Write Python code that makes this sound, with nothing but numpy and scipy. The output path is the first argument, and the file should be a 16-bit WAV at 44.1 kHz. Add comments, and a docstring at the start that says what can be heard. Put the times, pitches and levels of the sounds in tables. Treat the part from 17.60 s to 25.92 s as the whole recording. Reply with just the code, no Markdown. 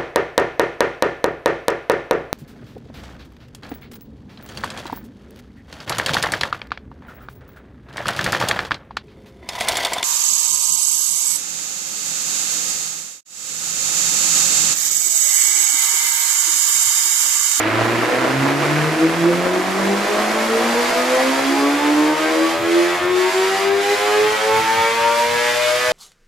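"""A four-cylinder sport motorcycle on a dynamometer in a small workshop, heard by two close-spaced microphones.
At first a cooling blower drones under a ragged engine at about 3200 rpm: gas rasps, valve gear clatters, air hisses.
At full throttle the exhaust lines climb, swelling and dipping at the pitches of the room; the chain whines.
The treble dips at high revs, from 5 s on with low thuds; the blower's drone fades under the growing engine, and
the run ends at about 15000 rpm. One crank angle drives the exhaust lines, the pulsing noise and the chain."""
import sys
import numpy as np
from scipy import signal
from scipy.fft import rfft, irfft, next_fast_len
from scipy.io import wavfile

SR = 44100
rng = np.random.default_rng(int(sys.argv[2]) if len(sys.argv) > 2 else 0)


def file_out(sig):
    """Save sig as 16-bit WAV at sys.argv[1]."""
    # one column per channel
    cols = np.atleast_2d(sig).T
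    # limit, then scale
    lim = np.clip(cols, -1, 1)
    pcm = np.round(lim * 32767).astype(np.int16)
    wavfile.write(sys.argv[1], SR, pcm)


N = 366912
LEFT_RIGHT = np.array([[.5], [-.5]])  # splits a difference evenly between the two channels


def from_db(db):
    """Decibels to gain."""
    return 10 ** (np.asarray(db) / 20)


def rms_one(x):
    """Scale to unit power."""
    return x / np.sqrt(np.mean(x ** 2) + 1e-20)


def in_time(rows):
    """The columns of a time table, interpolated at every sample."""
    times, *columns = np.transpose(rows)
    return [np.interp(np.arange(N) / SR, times, column) for column in columns]


def at_hz(points, hz):
    """Read a table on a log-frequency axis."""
    table_hz, values = np.array(points).T
    return np.interp(np.log(np.maximum(hz, 1)), np.log(table_hz), values)


def drift(rate_hz):
    """Slow random wander of rms 1: noise through two equal low-pass poles at rate_hz."""
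    step = 40  # samples between the points of the wander
    pole = np.exp(-2 * np.pi * rate_hz * step / SR)
    white = rng.standard_normal(N // step + 2002)
    slow = signal.lfilter([1], [1, -2 * pole, pole * pole], white)[2000:]  # skip the filter's start
    return np.interp(np.arange(N) / step, np.arange(len(slow)), rms_one(slow))


def swell_shape(centre_s, length_s):
    """A smooth swell and fall, one half at either end of its length."""
    offset = 2 * (np.arange(N) / SR - centre_s) / length_s
    return .5 ** np.minimum(offset ** 2, 60)


def colour(x, spectrum):
    """Filter by a smooth spectrum."""
    size = next_fast_len(N + SR // 10)
    gain = from_db(at_hz(spectrum, np.fft.rfftfreq(size, 1 / SR)))
    return irfft(rfft(x, size) * gain, size)[..., :N]


# how alike a reverberant field is at the two microphones: (frequency [Hz], left-right likeness [0-1])
LIKENESS = [(40, 0.48), (120, 0.58), (400, 0.82), (1000, 0.54), (2500, 0.7), (5000, 0.57), (9000, 0.47),
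            (12000, 0.96)]


def diffuse(size):
    """Stereo white noise as a reverberant field reaches two close microphones."""
    padded = next_fast_len(size)
    mid, side = rfft(rng.standard_normal((2, padded)))
    alike = np.clip(at_hz(LIKENESS, np.fft.rfftfreq(padded, 1 / SR)), 0, 1)
    side = side * np.sqrt((1 - alike) / (1 + alike))
    return irfft(mid + side * [[1], [-1]], padded)[:, :size]


def noise(spectrum):
    """Coloured stereo noise, rms 1."""
    return rms_one(colour(diffuse(N), spectrum))


ROOM_T60_S = .48  # time for the reverberation to fall by 60 dB


def reflections(x):
    """Dense stereo reverberation off bare walls, at the power of its source."""
    t = np.arange(SR // 2) / SR
    tail = diffuse(len(t)) * from_db(-60 * t / ROOM_T60_S) * (t > .003)  # first reflection after 3 ms
    return signal.fftconvolve(x[None], rms_one(tail) / np.sqrt(len(t)), axes=1)[:, :N]


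def workshop(x, wet_db):
    """Direct sound plus reflections, at unchanged power."""
    wet = from_db(wet_db)
    return (x + wet * reflections(x)) / np.sqrt(1 + wet ** 2)


def bell(hz, centre, width):
    """Shape of a narrow resonance, 1 at its centre."""
    return 1 / (1 + (2 * (hz - centre) / width) ** 2) ** 2


# standing waves of the room, added in power to the direct line:
# (frequency [Hz], width [Hz], lift [dB], left over right [dB])
ROOM_MODES = [(111.7, 14.5, 9.5, -2), (135.3, 3.6, 14, -2.5), (153, 20, 12.5, 5), (173.5, 13, 12.5, -2),
              (196.5, 12.7, 15, 1.5), (240, 44, 17, 1.5), (263.6, 5.9, 19.5, -3), (274.8, 6.7, 16, -5),
              (283.3, 10.4, 15.5, 0), (299, 26, 12, -3.5), (324, 7.1, 13, 2), (344, 7.5, 15, -4),
              (364.7, 11.4, 6, 9.5), (377.7, 13, 6, 0.5), (395, 12.6, 3.5, 12), (408, 4.1, 7, 1),
              (423.9, 8.5, 9, -1.5), (442, 16, 7.5, 4), (457, 8.2, 5.5, -1), (476.6, 25, 4.5, 15),
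              (515.5, 39, 12.5, -0.5), (537.6, 6.9, 11.5, 12), (593, 84, 3.5, 18), (623, 26, 8, -3),
              (775, 2.8, 10, -2), (877, 120, 1, -8), (907, 20, 7, 5.5), (929, 14, 5.5, 10),
              (940, 9.3, 11.5, 0)]


def standing_waves(hz):
    """Left and right gain where the room's standing waves lift a line passing through the given pitches."""
    grid = np.arange(0, 1600, .25)
    power = 1
    for centre, width, lift_db, pan_db in ROOM_MODES:
        power = power + from_db(lift_db + pan_db * LEFT_RIGHT) ** 2 * bell(grid, centre, width)
    return np.array([np.interp(hz, grid, side) for side in np.sqrt(power)])


# pitches at which the reflections cancel at the microphones: (frequency [Hz], width [Hz], depth [dB])
ROOM_NULLS = [(124.2, 2.4, 20), (129.3, 1.6, 10), (159.5, 3, 22), (186.1, 1.6, 7), (205.8, 2.8, 24),
              (228.2, 1.8, 8), (245.2, 4, 24), (257, 2.6, 9), (290.5, 4, 8), (310.3, 3.2, 20),
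              (333, 3.0, 18), (354.8, 3.4, 17), (373.4, 2.5, 23), (387.8, 2.2, 18), (402.5, 2.5, 5),
              (410.3, 2.6, 24), (432.5, 3.4, 22), (445.6, 3.5, 20), (470.6, 2.4, 18), (491.0, 1.7, 14),
              (502, 2.5, 7), (534, 4, 8), (555, 4, 14), (575, 3.5, 20), (597.6, 2.5, 14), (606, 2.5, 10),
              (619, 3, 20), (802, 6, 12), (866, 7, 12), (902, 4, 5), (938, 7, 13), (970, 8, 16)]


def cancellation(hz):
    """Gain of a line at the given pitches: it dips wherever the reflections cancel."""
    grid = np.arange(0, 1600, .25)
    depth_db = sum(db * bell(grid, centre, width) for centre, width, db in ROOM_NULLS)
    return np.interp(hz, grid, from_db(-depth_db))


# cooling-fan air, relative spectrum: (frequency [Hz], level [dB per Hz])
BLOWER = [(20, -32), (45, -23), (80, -10), (130, -7), (250, 3), (400, 25), (1000, 18), (1400, 14),
          (4000, -49)]
# blade tones at their opening level: (frequency [Hz], level [dB])
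BLADES = [(336, -30.5), (670, -34.5), (1002, -40)]
# the blower's drone fades under the growing engine: (time [s], level [dB])
BLOWER_LEVEL = [(0, 0), (2.8, -2), (4, -6), (5.6, -9.5), (6.6, -15), (8.32, -20)]


def blower(air_db=-36.0, pan_db=-1.5):
    """The cooling fan: steady air noise and wavering blade tones, fading under the growing engine."""
    t = np.arange(N) / SR
    tones = 0
    for hz, db in BLADES:
        tone = np.sqrt(2) * np.sin(2 * np.pi * hz * t + .9 * drift(6))
        tones = tones + from_db(db) * tone * (1 + 0.35 * drift(24))
    level_db = in_time(BLOWER_LEVEL)[0] + pan_db * LEFT_RIGHT
    return (tones + from_db(air_db) * noise(BLOWER)) * from_db(level_db)


# the engine is ragged at low revs and smooths out as it climbs: (time [s], roughness [0-1])
ROUGHNESS = [(0, 1), (1.8, .8), (3, .55), (5, .35), (6.5, .32), (8.32, .3)]


def raggedness():
    """How unsteadily the engine runs, at every sample; it scales the random wander of pitch and level."""
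    return in_time(ROUGHNESS)[0]


# the steady lines at the tailpipe, before the room: each (time [s], level [dB])
# at the rate of the crankshaft itself, twice per four-stroke cycle
CRANK_LINE = [(0, -60), (1.2, -63), (2, -56), (2.8, -64), (3.8, -65), (4.4, -59), (5.4, -55), (6.3, -61),
              (7, -56.5), (7.5, -58.5), (8.32, -60)]
# at the firing rate, four times per cycle, as the pipe comes in and out of tune
FIRING_LINE = [(0, -39), (1, -35), (3.1, -40.5), (3.55, -43), (4.4, -28), (4.85, -29), (5.2, -24),
               (6.6, -23.5), (7.1, -33.5), (8.32, -32)]
# five, six and seven times per cycle
FIFTH_LINE = [(0, -70), (3.65, -61), (3.93, -39), (4.15, -43), (4.7, -39), (5.15, -37.5), (5.6, -50),
              (6.2, -44), (6.9, -35), (7.4, -36.5), (8, -33.5), (8.32, -31.5)]
SIXTH_LINE = [(0, -69), (2.8, -46), (3.7, -41), (4, -33.5), (4.8, -36.5), (5.6, -49.5), (8.32, -41.5)]
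SEVENTH_LINE = [(0, -75), (2.2, -42), (3, -43), (3.6, -51), (4.3, -47), (5.4, -44), (5.85, -32),
                (6.9, -28.5), (7.55, -45), (7.9, -34), (8.05, -44), (8.32, -39)]
# an octave and a twelfth above the firing rate
OCTAVE_LINE = [(0, -51.5), (.8, -41.5), (1.22, -39), (1.44, -26), (1.7, -29), (2.05, -34), (2.4, -39),
               (3.65, -40), (4.1, -39), (5.7, -34.5), (6.6, -26), (7.25, -25), (7.75, -30), (8.1, -38),
               (8.32, -35)]
TWELFTH_LINE = [(0, -38), (1.3, -42), (1.7, -39), (2, -42), (2.5, -38.5), (3.6, -38), (4, -34), (4.6, -34),
                (5, -41), (5.7, -31), (6.3, -35), (6.65, -27.5), (7, -33), (7.5, -33), (7.8, -44),
                (8.32, -33)]
# the steady lines together: (multiple of the cycle rate, its level curve)
STRONG_LINES = [(2, CRANK_LINE), (4, FIRING_LINE), (5, FIFTH_LINE), (6, SIXTH_LINE), (7, SEVENTH_LINE),
                (8, OCTAVE_LINE), (12, TWELFTH_LINE)]
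# single lines ring out as they sweep upward: (time [s], length [s], multiple of the cycle rate, level [dB])
SURGES = [(.04, .05, 12, -24), (.17, .1, 12, -24.5), (.38, .09, 12, -22), (.52, .12, 16, -23),
          (.65, .08, 10, -26), (.86, .15, 8, -21), (.88, .1, 10, -26.5), (1.06, .09, 10, -26.5),
          (1.28, .08, 12, -24), (1.45, .09, 12, -23.5), (1.77, .1, 8, -20.5), (1.95, .11, 8, -21),
          (2.16, .08, 8, -24.5), (2.32, .09, 8, -22.5), (2.51, .08, 8, -20.5), (2.78, .08, 8, -25),
          (2.8, .12, 11, -25), (2.95, .13, 8, -20), (2.97, .15, 11, -26.5), (3.1, .07, 16, -26),
          (3.18, .1, 8, -19.5), (3.21, .08, 16, -26), (3.34, .22, 11, -23), (3.39, .1, 8, -21.5),
          (3.54, .08, 8, -19), (3.63, .12, 8, -19.5), (3.6, .06, 12, -26), (3.74, .08, 14, -26),
          (3.98, .08, 12, -24.5), (4.05, .11, 16, -25.5), (4.26, .12, 12, -25), (4.42, .1, 14, -28),
          (4.73, .12, 6, -28), (4.74, .09, 8, -26), (4.86, .1, 14, -27), (4.81, .13, 7, -24.5),
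          (4.96, .14, 7, -25.5), (5.19, .13, 7, -24), (5.67, .09, 10, -25), (5.85, .09, 10, -26.5),
          (5.96, .09, 8, -21.5), (6.92, .14, 10, -26.5), (7.55, .14, 10, -29), (6.89, .16, 5, -24.5),
          (7.08, .07, 16, -26.5), (7.29, .12, 5, -26), (7.41, .12, 8, -21), (7.63, .15, 5, -23.5),
          (7.88, .2, 14, -28)]
# scattered reflections in the steady lines: (frequency [Hz], level against the direct sound [dB])
SCATTER = [(120, -20), (350, -15), (500, -7), (700, -2), (900, -5), (1200, 1)]


def exhaust_note(cycle, cycle_hz, rough=.19, wobble_rad=.035, spread_rad=.45):
    """Strong clean lines lifted and cancelled by the room as their pitches cross it; some surge briefly."""
    roughness = raggedness()
    out, steady = 0, dict(STRONG_LINES)
    for multiple in sorted(set(steady) | {row[2] for row in SURGES}):
        hz = multiple * cycle_hz
        phase = multiple * (2 * np.pi * cycle + wobble_rad * roughness * drift(25))
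        # reflections bring each line to the two microphones slightly out of step
        tone = np.sqrt(2) * np.sin(phase + spread_rad * drift(0.78) * LEFT_RIGHT)
        gain = sum(from_db(db) * swell_shape(s, length) for s, length, k, db in SURGES if k == multiple)
        scattered = 0
        if multiple in steady:
            wet = from_db(at_hz(SCATTER, hz))
            tailpipe = from_db(in_time(steady[multiple])[0])
            direct = tailpipe * standing_waves(hz) / np.sqrt(1 + wet ** 2)
            scattered = direct * wet * reflections(tone.mean(axis=0))
            gain = np.hypot(gain, direct)
        flickering = gain * tone * (1 + rough * roughness * drift(13.4))
        out = out + (flickering + scattered) * cancellation(hz)
    return out


# the weaker exhaust lines, firing harmonics and those between, relative:
# (multiple of the cycle rate, level [dB])
CYCLE_LINES = [(1, -52), (3, -48), (9, -37.5), (10, -37), (11, -35.5), (13, -36), (14, -35.5), (15, -35.5),
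               (16, -35.5), (17, -37), (18, -38), (19, -38.5), (20, -35), (21, -39.5), (22, -39), (23, -40),
               (24, -37.5), (26, -41.5), (28, -40), (30, -40), (31, -44), (32, -41), (33, -43.5), (34, -42),
               (36, -42), (42, -44), (64, -55)]
# (time [s], level of those lines [dB], odd multiples against even ones [dB])
BARK = [(0, -3.5, -5), (1.5, -4.5, -5), (2.4, -.5, -3), (3.2, 2, -2), (4, 2, -4), (4.8, 2.5, -1.5),
        (5.5, 1.5, -2), (6.2, 2, -3), (6.9, 3.5, -3), (7.6, 3.5, -2.5), (8.32, 4.5, -2)]
# what the silencer lets through: (frequency [Hz], gain [dB])
SILENCER = [(40, -34), (70, -14), (120, -2), (160, -5), (210, -10), (255, 4.5), (310, 7.5), (430, 0),
            (570, 2.5), (680, 3), (800, 0), (950, -1), (1120, -1), (1400, -3), (1750, -1), (2150, -.5),
            (2900, -4.5), (3600, -5.5), (4500, -10)]


def exhaust_bark(cycle, rough=.25, surge_db=2.2, jitter_cycles=.008):
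    """The weaker exhaust lines, firing harmonics and those between; each of four groups surges on its own."""
    level_db, odd_db = in_time(BARK)
    roughness = raggedness()
    size, multiples = 4096, np.arange(65)  # samples in one stored cycle; its harmonics
    levels = from_db(np.interp(multiples, *np.transpose(CYCLE_LINES)))
    lines = levels * np.exp(2j * np.pi * rng.random(len(multiples)))
    lines[[0] + [multiple for multiple, _ in STRONG_LINES]] = 0  # these sound in exhaust_note
    place = (cycle + jitter_cycles * roughness * drift(10)) % 1 * size
    pulses = 0
    for group in range(4):
        # every fourth multiple shares one random surge
        wave = irfft(lines * (multiples % 4 == group), size) * size / np.sqrt(2)
        surge = rms_one(from_db(surge_db * drift(8.5)))
        group_gain = from_db(level_db + odd_db * (group % 2))
        pulses = pulses + np.interp(place, np.arange(size), wave) * surge * group_gain
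    rough_pulses = pulses * (1 + rough * roughness * drift(80))
    return workshop(colour(rough_pulses, SILENCER), wet_db=2.0)


def throb(cycle, depth, uneven):
    """Puffs at all four firings of a cycle, stronger once per cycle; unit power."""
    return rms_one(np.exp(depth * np.cos(8 * np.pi * cycle) + uneven * np.cos(2 * np.pi * cycle)))


# the treble dips at high revs, from 5 s on with low thuds; the first dips almost without one:
# (time [s], length [s], thud level [dB], treble dip [dB])
GUSTS = [(4.528, 0.076, -64, 3), (5.018, 0.1, -38, 6), (5.468, 0.18, -43, 7.5), (6.128, .12, -44, 6.5),
         (6.66, 0.13, -40, 0.5), (6.975, 0.12, -35.5, 1), (7.21, 0.13, -38.5, .5), (7.42, 0.13, -41, 1.8),
         (7.73, 0.12, -39.5, 1), (8.32, 0.087, -40, 2)]
# valve gear and air, before the dips and each source's trim: (time [s], clatter level [dB], hiss level [dB])
MACHINE_LEVEL = [(0, -23.5, -41.5), (.25, -24, -36), (1.15, -25.5, -35), (1.8, -28.5, -36),
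                 (2.4, -27.5, -33.5), (3.5, -27, -30.5), (4.3, -30, -33.5), (4.85, -31, -32.5),
                 (6.4, -28, -31.5), (7.3, -30, -32), (8.32, -27.5, -28.5)]


def machine_levels():
    """Clatter and hiss levels in dB, with the brief dips at high revs."""
    dip_db = sum(dip * swell_shape(s, length) for s, length, _, dip in GUSTS)
    return [level_db - dip_db for level_db in in_time(MACHINE_LEVEL)]


# turbulent gas, before flutter: (time [s], level [dB])
RASP_LEVEL = [(0, -24.5), (.6, -23.5), (1.5, -29), (2.5, -28), (3.5, -30.5), (4.5, -33), (5.5, -36),
              (6.5, -37.5), (7.4, -39), (8.32, -42)]
# relative spectra of gas, valve gear, and intake and tyre: each (frequency [Hz], level [dB per Hz])
RASP = [(60, -44), (150, -17.5), (240, 0.5), (340, -9), (480, 3), (680, -2.5), (830, -3), (1000, -1.5),
        (1400, -4), (2200, -49), (5000, -91)]
CLATTER = [(300, -50), (650, -1.5), (1000, 1), (1250, 3), (1500, 5.5), (2000, 5), (2500, 1.5), (3200, -5.5),
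           (4500, -11.5), (8000, -36)]
HISS = [(1500, -13), (3000, 0), (3900, -0.5), (4800, 0), (5700, -2), (6800, -3), (7350, -3), (8000, -6.5),
        (10000, -8.5), (12000, -11.5), (13800, -14.5), (15000, -36), (16000, -35)]


def engine_noise(cycle, clatter_db=1.5, hiss_db=2.5, flutter_db=3.0, waver_db=0.6, pan_db=-1.5):
    """Turbulent gas, valve gear and the hiss of intake and tyre, pulsing with the engine, wavering together."""
    rasp_level, = in_time(RASP_LEVEL)
    clatter_level, hiss_level = machine_levels()
    flutter = flutter_db * raggedness() * drift(17)
    rasp = from_db(rasp_level + flutter) * noise(RASP) * throb(cycle, depth=.4, uneven=.2)
    clatter = from_db(clatter_level + clatter_db) * noise(CLATTER) * throb(cycle, depth=.2, uneven=.1)
    hiss = from_db(hiss_level + hiss_db) * noise(HISS) * throb(cycle, depth=0.032, uneven=0.037)
    panned = (rasp + clatter) * from_db(pan_db * LEFT_RIGHT)
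    return (panned + hiss) * from_db(waver_db * drift(14))


LINKS_PER_CYCLE = 9.875  # chain links meeting the sprocket in one four-stroke cycle
# links meeting the sprocket, relative: (multiple of the mesh rate, level [dB])
CHAIN = [(3, -34), (4, -37), (5, -37.5), (6, -39.5), (7, -38.5), (8, -38)]
# how hard the links strike: (time [s], level [dB])
CHAIN_LOAD = [(0, -6), (2, -3), (4, 0), (5, -1), (5.9, 1.5), (6.6, -1), (7.3, -4.5), (8.32, -6)]
# ringing of chain and sprocket: (frequency [Hz], gain [dB])
SPROCKET = [(1000, -8), (2400, -12), (3000, -7), (3400, 0), (3620, 0), (3800, -5), (4050, 0), (4400, -6),
            (4600, .5), (4800, 2), (5100, -9), (5400, -10), (6200, -16), (6800, -7), (7300, -4),
            (7900, -15), (10000, -24)]


def chain(cycle, slack_rad=0.4, whine_db=29.5):
    """The chain whines at multiples of its mesh rate; slack smears the lines and the level follows the hiss."""
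    mesh = 2 * np.pi * LINKS_PER_CYCLE * cycle + slack_rad * drift(8.6)
    whine = sum(from_db(db) * np.sqrt(2) * np.sin(round(k) * mesh) for k, db in CHAIN)
    _, hiss_level = machine_levels()
    level_db = hiss_level + in_time(CHAIN_LOAD)[0] + whine_db
    return workshop(colour(whine, SPROCKET), wet_db=1.5) * from_db(level_db)


# low exhaust thud, relative spectrum: (frequency [Hz], level [dB per Hz])
THUD = [(20, -22), (50, -28), (78, 7.5), (115, 11.5), (170, 5), (300, -17.5)]


def gusts(between_db=-63.0):
    """Low thuds of the exhaust stream at high revs: swells of low noise over a faint rumble."""
    swell = sum(from_db(db) * swell_shape(s, length) for s, length, db, _ in GUSTS)
    return (swell + from_db(between_db)) * noise(THUD)


START_HZ = 105.3  # firing rate at the start
# how fast the firing rate climbs as the engine winds up the roller: (time [s], climb [Hz per s])
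CLIMB = [(0, 34.7), (1, 41.5), (1.8, 41.3), (3, 46.4), (3.6, 52.3), (6.3, 56.8), (7.4, 45.2), (8.32, 34.7)]


def scene():
    """One crankshaft angle drives every part of the motorcycle; one four-stroke cycle is four firings."""
    firing_hz = START_HZ + np.cumsum(in_time(CLIMB)[0]) / SR
    cycle_hz = firing_hz / 4
    cycle = np.cumsum(cycle_hz) / SR
    exhaust = exhaust_note(cycle, cycle_hz) + exhaust_bark(cycle)
    machine = engine_noise(cycle) * from_db([[-.3], [.3]]) + chain(cycle)
    return blower() + exhaust + machine + gusts()


CUTOFF_HZ = 15600  # top of the microphone signal's band


def record(dry, knee=0.8):
    """The highest peaks are rounded and the top of the band is cut."""
    rounded = dry / (1 + (dry / knee) ** 4) ** .25
    band_limit = signal.ellip(10, .05, 70, CUTOFF_HZ, fs=SR, output="sos")
    return signal.sosfiltfilt(band_limit, rounded)


dry = scene()
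out = record(dry)
file_out(out)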